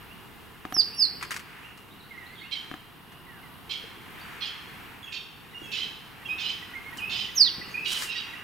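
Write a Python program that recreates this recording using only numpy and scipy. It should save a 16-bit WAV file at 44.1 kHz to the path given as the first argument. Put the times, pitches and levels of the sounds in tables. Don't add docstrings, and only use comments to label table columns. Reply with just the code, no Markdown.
import sys
import numpy as np
from scipy import signal
from scipy.fft import rfft, irfft, next_fast_len
from scipy.io import wavfile
from scipy.ndimage import uniform_filter1d

SR = 44100
rng = np.random.default_rng(int(sys.argv[2]) if len(sys.argv) > 2 else 0)


def boost(x):
    u = np.asarray(x, float) / 20
    return 10 ** u


def generate_wav(signal):
    frames = np.transpose(np.atleast_2d(signal))
    scaled = np.clip(frames, -1, 1) * 32767
    pcm = np.round(scaled).astype(np.int16)
    wavfile.write(sys.argv[1], SR, pcm)


N = 371763


def rms_one(x):
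    return x / np.sqrt(np.mean(x ** 2) + 1e-20)


def at_hz(points, hz):
    points_hz, points_db = np.array(points)[:, 0], np.array(points)[:, 1]
    return np.interp(np.log(hz), np.log(points_hz), points_db)


def bins_hz(size):
    return np.maximum(np.arange(size // 2 + 1) * SR / size, 1)


def wobble(rate_hz, size):
    knots = rng.standard_normal(size // 64 + 2)
    position = np.arange(size) * min(rate_hz / SR, 1 / 64)
    before = position.astype(int)
    part = (1 - np.cos(np.pi * (position % 1))) / 2
    return knots[before] + part * (knots[before + 1] - knots[before])


def unroll(rows, edge_s):
    s, *columns = np.transpose(rows)
    t = np.arange(s[0], s[-1], 1 / SR)
    fade = np.clip(np.minimum(t - s[0], s[-1] - t) / edge_s, 0, 1)
    return round(s[0] * SR), fade, [np.interp(t, s, c) for c in columns]


def add(track, start, sound):
    track[start:start + len(sound)] += sound[:N - start]


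def coloured(white, spectrum):
    count = white.shape[-1]
    size = next_fast_len(count)
    shaped = rfft(white, size) * boost(at_hz(spectrum, bins_hz(size)))
    return rms_one(irfft(shaped, size)[..., :count])


def glides(rows, start_db, end_db):
    swell = 0.47
    return [[(s, a, db + start_db), (s + swell * d, a + swell * (b - a), db), (s + d, b, db + end_db)]
            for s, d, db, a, b in rows]


def whistles(notes, overtone_db, flutter_db, edge_s, waver, beak=None):
    out = np.zeros(N)
    for rows in notes:
        start, fade, (hz, db) = unroll(rows, edge_s)
        unsteady_hz = uniform_filter1d(hz, size=130) * (1 + waver * wobble(96.0, len(hz)))
        phase = 2 * np.pi * np.cumsum(unsteady_hz) / SR
        octave_db = overtone_db
        if beak is not None:
            octave_db = at_hz(beak, hz) - 0.79 * (db + 24.5)
        harmonics = np.sin(2 * phase) + boost(overtone_db) * np.sin(3 * phase)
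        tone = np.sin(phase) + boost(octave_db) * harmonics
        level = boost(db + flutter_db * wobble(105.5, len(hz)))
        add(out, start, np.sqrt(2) * fade * level * tone)
    return out


def among_trees(x, pan_db, lead, near_db, far_db):
    t = np.arange(SR) / SR
    pan = boost(pan_db / 2 * np.array([[1], [-1]]))
    scatter = rng.standard_normal((3, len(t)))
    alike = np.clip(.8 - t / 3.6, .45, 1)
    scatter = alike * scatter[0] + np.sqrt(1 - alike ** 2) * scatter[1:]
    branches = pan * boost(near_db - 60 * t / 0.18)
    far_bank = np.minimum(t / 0.05, 1) * boost(far_db - 60 * t / 0.89)
    tail = signal.lfilter([1], [1, -.3], scatter * (branches + far_bank) / np.sqrt(SR / 100))
    pair = np.array([np.interp(np.arange(N) + lead, np.arange(N), x), x])
    return pan * pair + signal.fftconvolve(pair, tail, axes=1)[:, :N]


def ambience():
    # (frequency [Hz], density [dB per Hz])
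    quiet_air = [(12, -39), (20, -8.5), (96, -0.5), (172, 0), (399, -7), (590, -16), (698, -7.5),
                 (1030, -5), (2460, -13.5), (2910, -12.5), (3250, -13.5), (6720, -32.5), (12100, -20.5),
                 (14700, -24.5), (16000, -23.5)]
    # (time [s], level [dB])
    river_levels = [(0, -54.5), (.4, -59.5), (.8, -52.5), (1.62, -50), (1.85, -59), (2.7, -50.5),
                    (3.26, -69), (3.61, -65), (3.8, -51), (4.34, -43), (4.75, -45), (5.35, -58.5),
                    (5.75, -47), (6.1, -53), (6.78, -46), (7.3, -50), (7.62, -45.5), (8.43, -44)]
    # (frequency [Hz], density [dB per Hz])
    riffle_colour = [(500, -22), (900, -4), (1700, 0), (2600, -2), (4500, -21), (9000, -28.5)]
    # (frequency [Hz], density [dB per Hz])
    breeze_colour = [(40, -14), (120, -2.5), (250, -5), (450, -5), (800, -27)]
    # (time [s], rise [dB])
    gust_rises = [
        (.4, 4.8),
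        (.87, 8.3),
        (1.25, 4.7),
        (3.75, 4.6),
        (5.75, 5.2),
        (6.5, 3.8),
        (7.55, 4.2),
        (7.9, 6.8),
    ]
    # (centre [Hz], width [Hz], level [dB])
    insect_choruses = [
        (2840, 150, -63),
        (12500, 120, -97),
    ]
    # (frequency [Hz], side re mid [dB])
    field_width = [(60, -1), (110, -5), (200, -2.5), (380, -2), (700, -12.5), (1290, -4), (2380, -6.5),
                   (4400, -1), (8120, -4.5), (15000, 3.5)]
    # (frequency [Hz], left re right [dB])
    field_leaning = [(60, -0.5), (240, -0.9), (950, 0.37), (3770, -0.81), (15000, 0.21)]
    size = next_fast_len(N)
    hz = bins_hz(size)
    width = boost(at_hz(field_width, hz))
    lean = boost(at_hz(field_leaning, hz) / 2 * np.array([[1], [-1]]))

    def layer(shape):
        mid, side = rfft(rng.standard_normal((2, size))) * shape
        pair = irfft(lean * (mid + width * side * [[1], [-1]]), size)[:, :N]
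        return pair / np.sqrt(np.mean(pair.mean(axis=0) ** 2))

    t = np.arange(N) / SR
    water_db = np.interp(t, *np.transpose(river_levels))
    breeze_db = -54.5 + 0.39 * (water_db - water_db.mean())
    gust_s = 0.18
    breeze_db += sum(db * np.exp(-((t - s) / gust_s) ** 2) for s, db in gust_rises)
    out = boost(-50 - 0.28 + 1.7 * wobble(3.11, N)) * layer(boost(at_hz(quiet_air, hz)))
    out += boost(water_db - 2.0 + 1.3 * wobble(9.0, N)) * layer(boost(at_hz(riffle_colour, hz)))
    out += boost(breeze_db - 4 + 1.4 * wobble(9.2, N)) * layer(boost(at_hz(breeze_colour, hz)))
    for centre_hz, width_hz, level_db in insect_choruses:
        chorus = layer(np.exp(-((hz - centre_hz) / width_hz) ** 2))
        out += boost(level_db + 1.1 * wobble(9.9, N)) * chorus
    return out


def far_pipers():
    # (time from start [s], pitch [Hz], level [dB])
    arch_shape = [
        (0, 2440, -1.5),
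        (.018, 2710, -1),
        (.038, 2906, 1.5),
        (.06, 2730, -5),
    ]
    # (time [s], level [dB])
    arch_times = [
        (.088, -52),
        (.92, -51.5),
        (1.629, -49),
        (2.433, -48),
        (7.62, -47),
        (8.346, -46.5),
    ]
    # (start [s], level [dB], pitch [Hz])
    pip_times = [
        (5.53, -50, 2010),
        (6.62, -44.5, 1950),
        (6.92, -44, 1900),
        (7.285, -44, 1990),
        (7.46, -45, 1943),
        (7.61, -42, 1964),
        (7.765, -44, 1990),
        (8.15, -43, 1924),
        (8.33, -41, 1950),
    ]
    # (start [s], length [s], level [dB], first pitch [Hz], last pitch [Hz])
    pipe_glides = [(2.106, 0.056, -51.5, 2196, 1840), (2.175, 0.062, -49.5, 2104, 1890),
                   (2.245, 0.051, -59.5, 1890, 2000), (2.3, 0.047, -52, 1985, 2104),
                   (2.411, 0.023, -50, 2030, 2260), (2.427, 0.032, -53, 2235, 2070),
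                   (3.265, 0.15, -58, 2050, 1445), (3.43, 0.047, -57.5, 2100, 1890),
                   (6.188, 0.092, -59, 2050, 1650), (6.69, 0.032, -52, 1410, 1500),
                   (6.733, .02, -46, 1830, 2170), (6.75, 0.04, -43.5, 2145, 2100),
                   (6.86, 0.038, -47.5, 2204, 2125)]
    arches = [[(s + t, hz, db + rel_db) for t, hz, rel_db in arch_shape] for s, db in arch_times]
    pips = [(s, 0.023, db, hz, hz) for s, db, hz in pip_times]
    notes = arches + glides(pips, start_db=-4, end_db=-15) + glides(pipe_glides, start_db=3.5, end_db=-2)
    far = whistles(notes, overtone_db=-29, flutter_db=1.0, edge_s=0.0038, waver=0.0053)
    return among_trees(far, pan_db=-6.5, lead=-0.77, near_db=-6.5, far_db=-15.5)


def knocks():
    # (time [s], peak [dB], bright part re peak [dB], leg pitch [Hz])
    tripod_knocks = [(0.652, -27.5, -2.5, 300), (0.724, -32, 6.5, 285), (0.766, -28.5, -1.5, 330),
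                     (2.714, -29.5, -3.5, 287), (2.74, -32, -0.5, 307), (3.84, -34, -15, 450),
                     (5.618, -34.5, -13, 323), (7.582, -27.5, -25, 195), (7.6, -34, -19, 343),
                     (7.626, -40, -20, 180), (7.678, -41, -20, 190)]
    # (frequency [Hz], level [dB], t60 [s])
    frame_modes = [(270, 3, 0.012)]
    # (frequency [Hz], level [dB], t60 [s])
    clamp_modes = [(757, -6.5, 0.082), (1235, 8, 0.01), (1630, 8, 0.0088), (3100, -0.5, 0.011),
                   (5000, -24, 0.0058)]
    out, t = np.zeros((2, N)), np.arange(SR // 5) / SR
    for s, db, bright_db, leg_hz in tripod_knocks:
        start = round(s * SR)
        modes = [(leg_hz, 0, .045)] + frame_modes
        modes = modes + [(hz, m + bright_db, t60) for hz, m, t60 in clamp_modes]
        luck = rng.normal(0, 1, (len(modes), 3))
        noisy_tail = signal.lfilter([1, -1], [1, -1.55, .7], rng.standard_normal((2, len(t))))
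        for side in (0, 1):
            add(out[side], start, rms_one(noisy_tail[side]) * boost(db + bright_db - 15 - 60 * t / 0.047))
        for (hz, mode_db, t60), (level_luck, side_luck, phase_luck) in zip(modes, luck):
            dying = boost(db - 3.5 + mode_db + 2.0 * level_luck - 60 * t / t60)
            dying *= np.minimum(t * hz * 3, 1)
            for side, sign in enumerate((1, -1)):
                ring = np.sin(2 * np.pi * hz * t + sign * 0.39 * phase_luck)
                add(out[side], start, dying * boost(sign * (1.5 + 1.8 * side_luck)) * ring)
    return out


def near_songbird():
    # (time [s], pitch [Hz], level [dB])
    songbird_sweeps = [
        [(.7, 5270, -78), (.733, 6020, -69), (.743, 5820, -34.5), (.758, 5380, -31), (.771, 5280, -26.5),
         (.8, 4684, -17), (.811, 4530, -17.5), (.822, 2840, -48.5)],
        [(.94, 5050, -75), (.967, 5640, -48.5), (.98, 5480, -37), (.996, 5280, -25), (1.025, 4680, -18),
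         (1.042, 4380, -17), (1.062, 3880, -47)],
        [(7.345, 6220, -65), (7.356, 6650, -42), (7.384, 5550, -17.5), (7.392, 5280, -27), (7.4, 5160, -14.5),
         (7.411, 4764, -16), (7.44, 4180, -19), (7.47, 3680, -29.5), (7.497, 2750, -37.5)],
    ]
    # (pitch [Hz], octave re a -25 dB note [dB])
    songbird_beak = [(3000, -50), (3900, -33.5), (4600, -23.5), (5300, -21.5), (6400, -17)]
    song = whistles(songbird_sweeps, overtone_db=-7, flutter_db=3.0, edge_s=0.00087, waver=0.00044,
                    beak=songbird_beak)
    return among_trees(song, pan_db=-8.5, lead=1.54, near_db=-9.5, far_db=-22.5)


def rustle():
    # (time [s], peak [dB], low part re peak [dB], t60 [s])
    wing_puffs = [(1.2105, -42, 11.5, 0.13), (1.226, -29.5, 6.5, 0.083), (1.2494, -55, 14, 0.14),
                  (1.307, -28.5, 3.5, 0.12), (1.3166, -32.5, 5, 0.092), (1.3413, -38, 5.5, 0.15),
                  (1.363, -28, 2, 0.069), (1.3933, -38.5, 6.5, 0.084), (1.4094, -75, 0, 0.1),
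                  (1.7744, -45, -1, 0.11), (3.1194, -50, 8, 0.13), (6.971, -36, -13, 0.2),
                  (7.919, -38, 3, 0.11), (8.02, -42, 12.5, 0.23)]
    # (time [s], level [dB])
    wing_flurry = [
        (7.84, -62),
        (7.862, -59),
        (7.882, -46),
        (7.932, -40),
        (7.944, -45.5),
        (8.036, -40.5),
        (8.12, -58),
    ]
    white = rng.standard_normal((2, N)) * boost(1.33 * wobble(400.0, N))
    bright = coloured(white, [(2500, -9.5), (4500, -1.5), (9000, -5.5), (15000, -15.0)])
    dull = coloured(white[::-1], [(500, -36), (1000, 0.5), (2000, 4.0), (3500, -5.5), (6000, -40)])
    high, low, t = np.zeros(N), np.zeros(N), np.arange(SR // 3) / SR
    for s, db, low_db, t60 in wing_puffs:
        puff = np.minimum(t / 0.00053, 1) * boost(db - 8 - 60 * t / max(t60, .01))
        add(high, round(s * SR), puff)
        add(low, round(s * SR), puff * boost(low_db))
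    start, fade, (db,) = unroll(wing_flurry, .015)
    add(high, start, fade * boost(db + 4.5))
    add(low, start, fade * boost(db - 3.0))
    first, second = bright * high + dull * low
    return np.array([first + 0.32 * second, first - 0.75 * second])


def hazy_slurs():
    # (start [s], length [s], level [dB], first pitch [Hz], last pitch [Hz])
    slur_notes = [(1.89, .045, -63, 3000, 4240), (1.99, 0.035, -60, 4400, 3490),
                  (2.028, 0.027, -65, 3600, 4500), (2.24, 0.036, -59, 2620, 4430),
                  (2.33, 0.029, -62, 4700, 4300), (2.352, .02, -51, 3780, 2910),
                  (2.37, 0.032, -54, 3500, 3020), (4.17, 0.05, -55, 2800, 4640),
                  (5.06, 0.036, -52, 2890, 2545), (5.112, 0.025, -43, 2530, 2430),
                  (6.255, 0.039, -47, 3380, 2940), (2.385, .02, -54, 3870, 3100),
                  (2.4, .04, -59, 4610, 3600), (5.505, 0.018, -60, 3500, 4310),
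                  (7.705, 0.036, -63, 6520, 6400)]
    hazy = whistles(glides(slur_notes, start_db=-1.5, end_db=-5), overtone_db=-24, flutter_db=5.0,
                    edge_s=0.0044, waver=.025)
    return among_trees(hazy, pan_db=-3.5, lead=.3, near_db=-3, far_db=-7.5)


def cackles(calls, rough, sharp, divide, odd_db, even_db, clear_hz):
    # (frequency [Hz], density [dB per Hz])
    throat_colour = [(1000, -39), (1800, -26.5), (2200, -4.5), (2700, -3), (3200, 6.5), (3600, -0.5),
                     (4200, -5), (4800, -8), (5500, -10.5), (6600, -18.5), (9000, -28), (12000, -53)]
    top_s = 0.022
    break_s, break_lasts_s, climb_s = .042, 0.01196, 0.0557
    out = np.zeros(N)
    for s, length, level_db, first_hz, later_hz in calls:
        t = np.arange(0, length, 1 / SR)
        size = len(t)
        late = np.maximum(t - .085, 0)
        fade = np.clip(np.minimum(t, length - t) / 0.0038, 0, 1)
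        db = level_db + np.interp(t, [0, top_s, max(length, top_s)], [-7, 0, -6.5])
        landed_hz = min(later_hz, max(first_hz, 0.97 * later_hz))
        turns_s = np.cumsum([0, break_s / 2, break_s / 2, break_lasts_s, climb_s, climb_s])
        turns_hz = [sharp * first_hz, first_hz, first_hz, landed_hz, later_hz, 0.94 * later_hz]
        hz = np.interp(t, turns_s, turns_hz) / divide
        jitter = .013 * (1 + 15.0 * late) * wobble(152.6, size) + 0.0082 * wobble(29.8, size)
        phase = 2 * np.pi * np.cumsum(hz * (1 + jitter)) / SR
        voice = np.zeros(size)
        for k in range(4, 17):
            partial_db = at_hz(throat_colour, k * hz) + (odd_db if k % 2 else even_db)
            partial_db += 4.0 * wobble(91.0, size)
            partial_db -= 14 * np.maximum(np.log2(k * hz / clear_hz), 0)
            stray = 2 * np.pi * np.cumsum(45 * wobble(198.9, size)) / SR
            voice += boost(partial_db) * np.sin(k * phase + stray)
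        rasp = coloured(rng.standard_normal(size), throat_colour) * boost(4.5 * wobble(125.0, size))
        frayed = np.clip(rough + 4.0 * late, 0, .7)
        call = np.sqrt(1 - frayed) * rms_one(voice) + np.sqrt(frayed) * rms_one(rasp)
        add(out, round(s * SR), fade * boost(db) * call)
    return out


def ground_bird_calls():
    # (start [s], length [s], level [dB], first pitch [Hz], later pitch [Hz])
    cluck_calls = [
        (2.508, 0.058, -35, 450.4, 428),
        (3.692, 0.057, -33.5, 454.8, 460),
    ]
    # (start [s], length [s], level [dB], first pitch [Hz], pitch after the voice break [Hz])
    cackle_calls = [
        (4.405, 0.091, -36, 833, 1035),
        (5.12, 0.064, -35.5, 900, 890),
        (5.715, 0.14, -34, 854, 1012),
        (6.38, 0.15, -33.5, 871, 1025),
        (7.095, 0.17, -33.5, 878, 1020),
        (7.845, 0.14, -32.5, 946, 1020),
        (8.142, 0.071, -36, 934, 1023),
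    ]
    # (start [s], length [s], level [dB], first pitch [Hz], later pitch [Hz])
    yelp_calls = [
        (8.09, .052, -35, 1280, 1270),
    ]
    # (start [s], length [s], level [dB], first pitch [Hz], last pitch [Hz])
    upper_tones = [
        (2.51, 0.042, -47.5, 4155, 3975),
        (3.695, 0.04, -43.5, 4130, 4200),
        (4.41, 0.051, -41, 4190, 4150),
    ]
    harsh = cackles(cluck_calls, .45, 0.99, 1.0, odd_db=8, even_db=-7, clear_hz=4300)
    harsh += cackles(cackle_calls, .25, 1.04, 2, odd_db=-10.0, even_db=0.0, clear_hz=6500)
    harsh += cackles(yelp_calls, .2, 1.04, 2, odd_db=-25, even_db=0, clear_hz=4600)
    harsh += whistles(glides(upper_tones, start_db=-1.5, end_db=-17), overtone_db=-35, flutter_db=2.5,
                      edge_s=.003, waver=0.019)
    return among_trees(harsh, pan_db=-9.5, lead=0.66, near_db=-6, far_db=-11.0)


def ground_bird_leads():
    # (start [s], length [s], level [dB], first pitch [Hz], last pitch [Hz])
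    lead_whistles = [(5.028, 0.035, -45, 3400, 3350), (5.062, 0.02, -54, 3290, 3270),
                     (5.542, 0.047, -46.5, 2840, 2870), (5.648, 0.044, -46, 2704, 2570),
                     (5.705, 0.046, -45, 2610, 2600), (5.622, 0.043, -49, 3420, 3250),
                     (6.25, .02, -41.5, 2650, 2780), (6.287, 0.068, -37.5, 2517, 2552),
                     (6.362, 0.036, -44, 2590, 2700), (6.982, .022, -41.5, 3200, 2500),
                     (6.998, 0.085, -37, 2490, 2586), (7.078, 0.05, -42, 2600, 2800),
                     (7.74, 0.024, -31, 2447, 2467), (7.776, 0.016, -32, 2500, 2560),
                     (7.805, 0.019, -47, 2490, 2480), (7.83, 0.03, -41, 2535, 2650),
                     (5.082, 0.0068, -38, 3250, 3150), (6.3, 0.041, -55, 3730, 3840),
                     (8.055, 0.085, -41, 2800, 2720), (7.795, 0.0082, -38, 2530, 2510)]
    # (pitch [Hz], octave re a -25 dB note [dB])
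    lead_beak = [(2500, -35), (2900, -43), (3350, -35.5), (4100, -52)]
    leads = whistles(glides(lead_whistles, start_db=-1, end_db=-5.5), overtone_db=-22.5, flutter_db=4.0,
                     edge_s=0.004, waver=.014, beak=lead_beak)
    return among_trees(leads, pan_db=-6.5, lead=.1, near_db=-9, far_db=-9)


def scene():
    birds = near_songbird() + ground_bird_calls() + ground_bird_leads()
    birds += far_pipers() + hazy_slurs()
    return birds + rustle() + knocks() + ambience()


def roll_off(x):
    return signal.sosfilt(signal.butter(12, 15830, fs=SR, output="sos"), x)


def record(dry):
    # (frequency [Hz], level [dB])
    treble_width = [(4500, -0.5), (7000, -11), (12000, -8), (15500, -4.5)]
    # (low edge [Hz], high edge [Hz], excess of the whistle band that silences them [dB])
    gated_bands = [(6150, 6800, 23), (6800, 7500, 27), (7500, 8200, 38), (8200, 9400, 50)]
    size = next_fast_len(N)
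    hz = bins_hz(size)
    left, right = rfft(dry, size) * (hz < 15830)
    mid = (left + right) / 2
    side = (left - right) / 2 * boost(at_hz(treble_width, hz))
    pair = np.array([mid + side, mid - side])
    out = irfft(pair, size)
    whistle = irfft(pair * ((hz > 3800) & (hz < 5900)), size)
    for low_hz, high_hz, margin_db in gated_bands:
        band = irfft(pair * ((hz >= low_hz) & (hz < high_hz)), size)
        excess = np.sum(whistle ** 2 - (boost(margin_db) * band) ** 2, axis=0)
        silenced = uniform_filter1d(excess, size=1024) > 0
        out -= band * uniform_filter1d(silenced * 1., size=512)
    return roll_off(out[:, :N])


dry = scene()
out = record(dry)
generate_wav(out)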